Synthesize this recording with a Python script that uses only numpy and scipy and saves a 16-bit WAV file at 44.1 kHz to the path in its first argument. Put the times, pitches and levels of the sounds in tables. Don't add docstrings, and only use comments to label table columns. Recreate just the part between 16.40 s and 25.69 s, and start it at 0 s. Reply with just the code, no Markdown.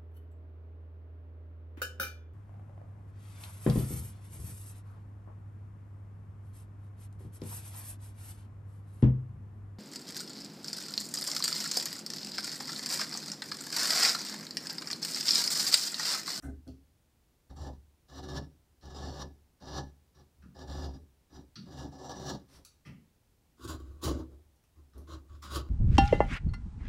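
import sys
import numpy as np
from scipy import signal
from scipy.fft import rfft, irfft, next_fast_len
from scipy.io import wavfile
from scipy.ndimage import uniform_filter1d, map_coordinates

SR = 44100
rng = np.random.default_rng(int(sys.argv[2]) if len(sys.argv) > 2 else 0)


def master(y):
    cut = np.clip(np.atleast_2d(y).T, -1, 1)
    pcm = np.round(cut * 32767)
    wavfile.write(sys.argv[1], SR, pcm.astype(np.int16))


N = 409688
REGRIP_S = 6.8

# frequency in Hz, gain in dB.
FLAT_BLOCK = [(68, -25), (115, -8.5), (140, 0.5), (231, -13.5), (269, -2), (350, -17), (383, -6),
              (480, -16.5), (550, -7), (602, -11), (1000, -20.5), (1300, -51), (2200, -120)]
# frequency in Hz, width in Hz, gain in dB.
FLAT_BLOCK_MODES = [(137.9, 9.6, 8.5), (208, 13, 10.5), (270.7, 12.6, 5.5), (319, 21, 3), (370, 13, 7.5),
                    (529, 19, 4), (795, 115, 7)]
# time in seconds, relative level in dB.
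SNAPS = [(1.698, -39), (1.886, -28.5), (1.973, -38), (2.454, -36), (2.5645, -31.5), (2.7577, -39),
         (2.8193, -39), (3.256, -36), (3.3869, -33), (4.19, -34), (4.2979, -34), (5.694, -25),
         (5.7158, -25.5), (5.8543, -31), (5.9058, -30), (7.222, -47), (7.2758, -30), (7.637, -24.5),
         (7.6546, -21), (9.148, -24.5)]


def amp(db):
    return 10 ** (np.asarray(db) / 20)


def unit(x):
    return x / np.sqrt(np.mean(x ** 2) + 1e-20)


def steady(x, size=2600):
    return x / np.sqrt(np.abs(uniform_filter1d(x ** 2, size=size)) + 1e-12)


def along(points, hz):
    points_hz, values = np.transpose(points)
    return np.interp(np.log(hz + 1), np.log(points_hz), values)


def wobble(knots_per_s):
    place = np.arange(N) * knots_per_s / SR
    knots = rng.standard_normal(int(place[-1]) + 4)
    return np.interp(place, place[::32], map_coordinates(knots, [place[::32]]))


def colour(spectrum, hz):
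    outside = np.minimum(hz / spectrum[0][0], 1) * np.minimum(spectrum[-1][0] / (hz + 1), 1)
    return amp(along(spectrum, hz)) * outside ** 4


def peaks(modes, hz):
    return sum(amp(db) / (1 + ((hz - mode_hz) / width_hz) ** 2) ** 2 for mode_hz, width_hz, db in modes)


def ring(gain, size=16384):
    hz = np.fft.rfftfreq(size, 1 / SR)
    cepstrum = irfft(np.log(np.maximum(gain(hz), 1e-6)))
    cepstrum[1:size // 2] *= 2
    cepstrum[size // 2 + 1:] = 0
    response = irfft(np.exp(rfft(cepstrum)))
    return response / np.linalg.norm(response)


def through(x, response):
    return signal.oaconvolve(x, response)[:N]


def noise(spectrum, size=N):
    return through(rng.standard_normal(size), ring(lambda hz: colour(spectrum, hz)))[:size]


def burst(t60_s, size=6000):
    fall = amp(-60 * np.arange(size) / SR / t60_s)
    puff = rng.standard_normal(size) * fall * (1 - fall ** 3)
    return puff / np.linalg.norm(puff)


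def add(track, start_s, sound):
    span = track[round(start_s * SR):][:len(sound)]
    span += sound[:len(span)]


def in_room(x, wet_db):
    # frequency in Hz, t60 in seconds.
    decay = [(100, 1), (500, 0.27), (2000, 0.35), (6000, 0.28), (14000, 0.15)]
    hz, t, bins = signal.stft(rng.standard_normal(SR // 2), SR, nperseg=256)
    tail = signal.istft(bins * amp(-60 * t / along(decay, hz)[:, None]), SR, nperseg=256)[1]
    response = amp(wet_db) * tail / np.linalg.norm(tail)
    response[0] += 1
    return through(x, response / np.linalg.norm(response))


def still_room(level_db):
    # frequency in Hz, gain in dB.
    spectrum = [(12, -44.5), (20, -9.5), (64, 2.5), (181, -9.5), (208, -10), (373, -14.5), (417, -15.5),
                (689, -20.5), (792, -19.5), (1080, -24), (1310, -25.5), (15600, -32)]
    return amp(level_db) * unit(noise(spectrum))


def fibres(per_s, spread_db, clump_db, rub):
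    breaks = (rng.random(N) < per_s / SR) * rng.choice([-1, 1], N)
    strength = amp(spread_db * np.minimum(rng.exponential(size=N), 4))
    tearing = unit(breaks * strength) + rub * rng.standard_normal(N)
    return unit(tearing * amp(clump_db * wobble(60)))


def pressure(length_s, build_db, timing, release_scale):
    attack_s, hold_s, release_db_per_s = timing
    t, let_go_s = np.arange(SR) / SR, length_s + hold_s
    after_s = np.maximum(t - let_go_s, 0)
    bite = np.sin(np.pi / 2 * np.minimum(t / attack_s, 1)) ** 2
    build = amp(build_db * np.minimum(t / let_go_s - 1, 0))
    release = amp(-release_scale * release_db_per_s * after_s)
    settle = amp(-31.5 - 63 * after_s)
    return bite * build * np.hypot(release, settle)


def push_gains(pushes, release_scale=1):
    # time in seconds, crackle surge in dB, block thump in dB.
    chips = [(1.26, 1, 6.5), (1.975, 6, -0.5), (2.822, 7.5, 1), (3.382, 4.5, 0.5), (4.962, 0, 1.5),
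             (5.906, 5, 3), (7.642, 3, 0.5)]
    # attack in seconds, hold in seconds, base release in dB per second.
    timings = dict(edge=(0.019, 0.0038, 290), rasp=(0.029, 0.021, 293), boom=(0.036, 0.028, 188),
                   bench=(0.043, 0.014, 113.5), fizz=(0.012, 0.002, 340))
    surge_s, thump_s, thump_lag_s = 0.024, 0.076, 0.034
    t, power = np.arange(N) / SR, np.zeros((5, N))
    for start_s, length_s, build_db, edge_db, *body_db in pushes:
        for layer, db, timing in zip(power, (edge_db, *body_db, edge_db), timings.values()):
            add(layer, start_s, (amp(db) * pressure(length_s, build_db, timing, release_scale)) ** 2)
    edge, rasp, boom, bench, fizz = np.sqrt(power)
    bump = lambda s, width_s: 1 / (1 + ((t - s) / width_s) ** 2) ** 2
    grain_db = 0.95 * wobble(45)
    surge = amp(sum(db * bump(s, surge_s) for s, db, _ in chips) + grain_db)
    thump = amp(sum(db * bump(s + thump_lag_s, thump_s) for s, _, db in chips))
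    return edge * surge, rasp * thump, boom * thump, bench, (fizz + 1e-9) / (edge + 1e-9)


def contact_drift(x, depth_s=0.0006):
    return map_coordinates(x, [np.arange(N) + depth_s * SR * wobble(6)], order=5, mode="mirror")


def finger_damping(x, depth_db=2.5, patch_hz=220.3, patch_s=0.16, full_depth_hz=5500):
    hz, t, bins = signal.stft(x, SR, nperseg=1024)
    knots = rng.standard_normal((200, 120))
    grid = np.meshgrid(hz / patch_hz, t / patch_s, indexing="ij")
    patches = unit(map_coordinates(knots, grid, order=1, mode="mirror"))
    treble = np.minimum(hz / full_depth_hz, 1)[:, None] ** 2
    return signal.istft(bins * amp(depth_db * treble * patches), SR, nperseg=1024)[1][:N]


def brighten(x, force, fizz, warm, bright):
    # time in seconds, gain in dB.
    treble_curve = [(1.2, 2.5), (3.3, -3.5), (4.4, 0), (5.7, 2), (7.25, 7.5), (7.7, 5), (8.701, -1.5),
                    (9.1, 1.5)]
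    below = lambda hz: signal.sosfiltfilt(signal.butter(4, hz, fs=SR, output="sos"), x)
    low, top = below(2300), x - below(6800)
    mid = x - low - top
    force = np.clip(force, 0.1, 4)
    sizzle = fizz * amp(np.interp(np.arange(N) / SR, *np.transpose(treble_curve)))
    return steady(low * force ** -warm + mid + top * sizzle * force ** bright, size=4000)


def quiver(sway_hz, wander_rad, rumble_db, level_db):
    mode = np.sin(2 * np.pi * sway_hz * np.arange(N) / SR + wander_rad * wobble(12))
    rumble = noise([(18, 1), (35, -22), (50, -2), (85, 2), (110, -6)])
    return amp(level_db) * unit(unit(mode) + amp(rumble_db) * rumble)


def fibre_snaps(snaps, steel, gain_db):
    track = np.zeros(N)
    for start_s, db in snaps:
        crack = through(burst(t60_s=0.019), steel)
        add(track, start_s, amp(db + gain_db) * crack / np.linalg.norm(crack))
    return track


def carve(pushes, tearing, tool, tool_modes, block, block_modes, ring_db, edge_db, rasp_db, boom_db,
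          snaps=(), snap_db=0, warm=0, bright=0, release_scale=1):
    edge_gain, rasp_gain, boom_gain, bench_gain, fizz = push_gains(pushes, release_scale)
    steel = ring(lambda hz: np.hypot(colour(tool, hz), amp(ring_db) * peaks(tool_modes, hz)))
    wood = lambda hz: colour(block, hz) * (1 + peaks(block_modes, hz) / 2)
    low_share = lambda hz: 1 / (1 + (hz / 450) ** 10)
    surface = ring(lambda hz: wood(hz) * np.sqrt(1 - low_share(hz)))
    bulk = ring(lambda hz: wood(hz) * np.sqrt(low_share(hz)))
    crackle = in_room(through(tearing, steel), wet_db=6)
    crackle = finger_damping(contact_drift(crackle))
    force = edge_gain / amp(-45)
    edge = amp(edge_db) * edge_gain * brighten(crackle, force, fizz, warm, bright)
    rasp = amp(rasp_db) * rasp_gain * steady(in_room(through(tearing, surface), wet_db=4))
    boom = amp(boom_db) * boom_gain * steady(in_room(through(tearing, bulk), wet_db=-5))
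    cracks = fibre_snaps(snaps, steel, snap_db)
    bench = bench_gain * quiver(sway_hz=71.6, wander_rad=0.97, rumble_db=-7.5, level_db=1)
    return edge + rasp + boom + bench + in_room(cracks, wet_db=1.5)


def lift_off():
    # start and length in seconds, build-up in dB, relative edge, rasp, boom, bench in dB.
    nudges = [(.02, 0.042, 7, -57.5, -55, -39, -40.5), (.255, 0.012, 3.7, -77, -61.5, -42, -49.5)]
    # frequency in Hz, gain in dB.
    tool = [(530, -37), (900, -4), (1100, -17), (1520, 4), (1650, -4), (2130, -22), (2540, -30),
            (3960, -18), (4460, -28), (9020, -17.5), (15600, -33)]
    block = [(68, -7), (115, -6), (219, -17), (269, 7), (356, -28), (400, -14), (477, -28), (530, -22),
             (679, -25.5), (950, -46), (1240, -79), (2090, -120)]
    # frequency in Hz, width in Hz, gain in dB.
    tool_modes = [(1530, 85, 3), (2065, 47, 0.5), (8030, 41, -15), (9440, 38, -2)]
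    tearing = fibres(per_s=3000, spread_db=4, clump_db=-3.5, rub=0.64)
    return carve(nudges, tearing, tool, tool_modes, block, FLAT_BLOCK_MODES,
                 ring_db=2, edge_db=2, rasp_db=4.5, boom_db=-2.5)


def taps(click_db, knock_db, knock_lag_s, knock_rise_s):
    # start in seconds, relative tick, tock, clack, fizz and knock in dB,
    # knock pitch in Hz, skid t60 in seconds.
    touches = [(0.0229, -66, -53.5, -60, -52, -52, 266, 0.03),
               (0.2768, -56, -67, -75, -58.5, -65, 263, 0.0083),
               (1.0991, -65, -58, -72, -85, -51, 162, 0.019), (2.41, -59, -75, -76, -73, -62, 385, 0.04),
               (3.199, -68, -67, -77, -75, -51, 154, 0.055), (4.021, -65, -54, -60.5, -82, -48, 196, 0.048),
               (5.156, -39, -51.5, -63, -82, -40.5, 190, 0.031),
               (6.249, -49.5, -66, -76, -45, -71, 129, 0.01),
               (6.449, -53, -50.5, -44, -72, -42.5, 184, 0.13),
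               (7.277, -59, -50.5, -69, -45, -53, 327, 0.037),
               (7.6368, -36.5, -54, -39.5, -32, -40, 325, 0.071),
               (8.16, -78, -82, -82, -72, -78, 141, .004), (8.2376, -74, -77, -64, -69, -79, 121, 0.0047),
               (8.534, -59, -65, -68, -77, -55, 260, 0.0049),
               (8.5803, -59, -80, -68, -54.5, -62, 326, 0.0026),
               (9.021, -46, -54, -47, -49, -51.5, 236, 0.059)]
    # frequency in Hz, gain in dB.
    tick = [(2800, -3.5), (3300, -5), (4000, 0), (5700, -2.5), (6600, -21), (8000, -24)]
    tock = [(900, -13.5), (1200, 1), (1580, -4), (1900, -16.5)]
    clack = [(1700, -16), (2050, -5.5), (2500, -7.5), (3000, -5.5), (3500, -19)]
    fizz = [(6000, -3), (7200, 0), (9500, -2.5), (12000, -6.5), (15500, -9)]
    registers = [ring(lambda hz: colour(spectrum, hz)) for spectrum in (tick, tock, clack, fizz)]
    clicks, knocks = np.zeros(N), np.zeros(N)
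    t = np.arange(SR // 3) / SR
    swell = t / knock_rise_s * np.exp(1 - t / knock_rise_s)
    for start_s, *registers_db, thud_db, pitch_hz, skid_s in touches:
        click = sum(amp(db + click_db) * register for db, register in zip(registers_db, registers))
        add(clicks, start_s, through(burst(skid_s), click))
        thud = [(pitch_hz * 0.6, -7), (pitch_hz, 0), (pitch_hz * 1.3, -7), (pitch_hz * 2, -23)]
        shudder = steady(noise(thud, len(t)), size=1300)
        add(knocks, start_s + knock_lag_s, amp(thud_db + knock_db) * swell * shudder)
    return in_room(clicks, wet_db=6) + knocks


def clink(start_s, level_db):
    # frequency in Hz, relative level in dB, t60 in seconds.
    modes = [(4400, 8, 0.15), (4620, -3, 0.15), (5260, -9, 0.16)]
    t, track = np.arange(SR // 2) / SR, np.zeros(N)
    top_db = max(db for _, db, _ in modes)
    for hz, db, t60_s in modes:
        add(track, start_s, amp(level_db + db - top_db - 60 * t / t60_s) * np.sin(2 * np.pi * hz * t))
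    return track


def flat_cuts():
    # start and length in seconds, build-up in dB, relative edge, rasp, boom, bench in dB.
    pushes = [ (1.092, 0.012, -13, -65, -60.5, -57.5, -45), (1.155, 0.12, 3.5, -56, -53.5, -51, -42.5),
              (1.675, .11, 19.5, -49, -49, -46, -47.5), (1.82, 0.15, 11, -47, -45.5, -38.5, -43.5),
              (2.415, 0.045, 5.5, -58, -56, -53, -49), (2.49, .17, 11.5, -47, -45.5, -44, -41.5),
              (2.67, 0.15, 5.5, -50.5, -48.5, -47, -46.5), (3.197, 0.18, 18, -44, -41.5, -40.5, -42),
              (3.74, 0.047, 7.5, -64, -66, -61, -60.5), (3.96, 0.071, 5, -88, -82, -69, -58),
              (4.14, 0.085, 6.5, -55.5, -51.5, -50.5, -49.5), (4.268, 0.19, 3.5, -50, -48, -44.5, -40),
              (4.53, 0.012, -10, -60.5, -62.5, -51, -67), (4.89, 0.072, 16.5, -57.5, -59.5, -51, -52.5),
              (5.25, .18, 15.5, -50.5, -48, -41.5, -47), (5.51, 0.038, -2, -60, -55, -54, -65),
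              (5.575, 0.13, 6.5, -51, -44.5, -48.5, -58), (5.745, 0.097, 2.5, -51, -48, -45, -54),
              (5.85, 0.048, 10.5, -41.5, -42, -39.5, -52)]
    # frequency in Hz, gain in dB.
    tool = [(590, -46), (1000, -13), (1130, -1), (1480, -13), (1720, -3), (1970, -22), (2480, -28.5),
            (2980, -15), (3840, -7), (4310, -8.5), (5680, -9.5), (6520, -17.5), (7150, -17.5), (8590, -25),
            (11400, -29.5), (15600, -30)]
    # frequency in Hz, width in Hz, gain in dB.
    tool_modes = [(1120, 105, 5.5), (1712, 61, 8), (2830, 78, -10), (2958, 17, -2.5), (3720, 60, -5),
                  (4300, 26, -27), (4980, 180, -0.5), (5460, 39, -22), (5760, 274, 0), (6620, 34, -39),
                  (6850, 240, -10.5), (7400, 90, -8.5)]
    tearing = fibres(per_s=700, spread_db=4, clump_db=2.5, rub=0.17)
    snaps = [(s, db) for s, db in SNAPS if s < REGRIP_S]
    return carve(pushes, tearing, tool, tool_modes, FLAT_BLOCK, FLAT_BLOCK_MODES,
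                 ring_db=-3.5, edge_db=-1, rasp_db=-0.5, boom_db=-0.5,
                 snaps=snaps, snap_db=4.5, warm=0.091, bright=0.072)


def brush():
    # start and length in seconds, build-up in dB, relative hiss, rasp, boom, bench in dB.
    contacts = [(6.075, 0.094, 8, -61.5, -66.5, -65, -57), (6.45, .03, -6, -71.5, -67, -65, -59)]
    # frequency in Hz, gain in dB.
    skin = [(530, -43), (900, -2), (1290, -2.5), (1520, -5), (2280, -9.5), (5940, -2.5), (6460, -14),
            (9460, -10), (15600, -23)]
    hiss_gain, rasp_gain, boom_gain, bench_gain, _ = push_gains(contacts)
    hiss = hiss_gain * unit(noise(skin))
    rustle = np.hypot(rasp_gain, boom_gain) * unit(noise(FLAT_BLOCK))
    bench = bench_gain * quiver(sway_hz=71.5, wander_rad=0.55, rumble_db=2, level_db=-1.5)
    return hiss + rustle + bench


def upright_cuts():
    # start and length in seconds, build-up in dB, relative edge, rasp, boom, bench in dB.
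    pushes = [ (7.165, 0.077, 25.5, -51, -58, -42.5, -48.5), (7.274, 0.054, -1.5, -48, -51, -46.5, -45),
              (7.39, 0.21, -7.5, -74.5, -77.5, -65, -53), (7.608, 0.034, 18, -38, -40.5, -33, -38),
              (7.66, 0.028, 2, -43.5, -42, -36.5, -33.5), (7.73, 0.062, -3, -59, -52.5, -43, -55),
              (7.9, 0.039, -1, -79, -68, -65, -55.5), (8.345, .03, 3, -76, -82, -66, -54),
              (8.54, 0.051, -3.5, -70.5, -61, -59, -48), (8.665, 0.066, 6, -52, -57, -50.5, -46.5),
              (8.88, .07, -1, -66.5, -78, -64.5, -48.5), (9.015, 0.073, -0.5, -52.5, -63.5, -75, -49.5),
              (9.09, 0.064, 13, -37.5, -45, -40.5, -35.5)]
    # frequency in Hz, gain in dB.
    tool = [(950, -10), (1110, 4), (1260, -2.5), (1450, -5), (1900, -20.5), (2400, -23), (2850, -11),
            (3900, -11.5), (5000, -14.5), (7500, -14), (8500, -25.5), (9800, -22), (13000, -25),
            (15600, -27)]
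    block = [(115, 3), (150, -2.5), (210, -4), (268, -2), (350, -1), (400, -6.5), (450, -6.5), (630, -11),
             (800, -20.5), (950, -18)]
    # frequency in Hz, width in Hz, gain in dB.
    tool_modes = [(1050, 45, -9), (1104, 71, -3), (1466, 65, -3), (3750, 110, -7), (4100, 160, -3.5),
                  (4710, 180, -4), (7400, 92, -18)]
    block_modes = [(119, 6.6, 5), (261.6, 8.6, 14.7), (316, 16, 8.7), (389, 16, 9.5), (636, 12, 3.7)]
    tearing = fibres(per_s=700, spread_db=1, clump_db=5, rub=0.62)
    snaps = [(s, db) for s, db in SNAPS if s > REGRIP_S]
    return carve(pushes, tearing, tool, tool_modes, block, block_modes,
                 ring_db=-2, edge_db=0.5, rasp_db=0, boom_db=-0.5,
                 snaps=snaps, snap_db=8, warm=0.32, bright=0.091, release_scale=0.93)


def scene():
    touches = taps(click_db=18.5, knock_db=-6.5, knock_lag_s=0.00413, knock_rise_s=0.043)
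    touches += clink(start_s=0.277, level_db=-65)
    mono = lift_off() + flat_cuts() + brush() + upright_cuts() + touches + still_room(level_db=-69.5)
    return np.array([mono, mono])


def record(dry):
    top_hz, size = 15780, next_fast_len(N + SR // 2)
    passband = np.fft.rfftfreq(size, 1 / SR) < top_hz
    return irfft(rfft(dry, size) * passband, size)[:, :N]


dry = scene()
out = record(dry)
master(out)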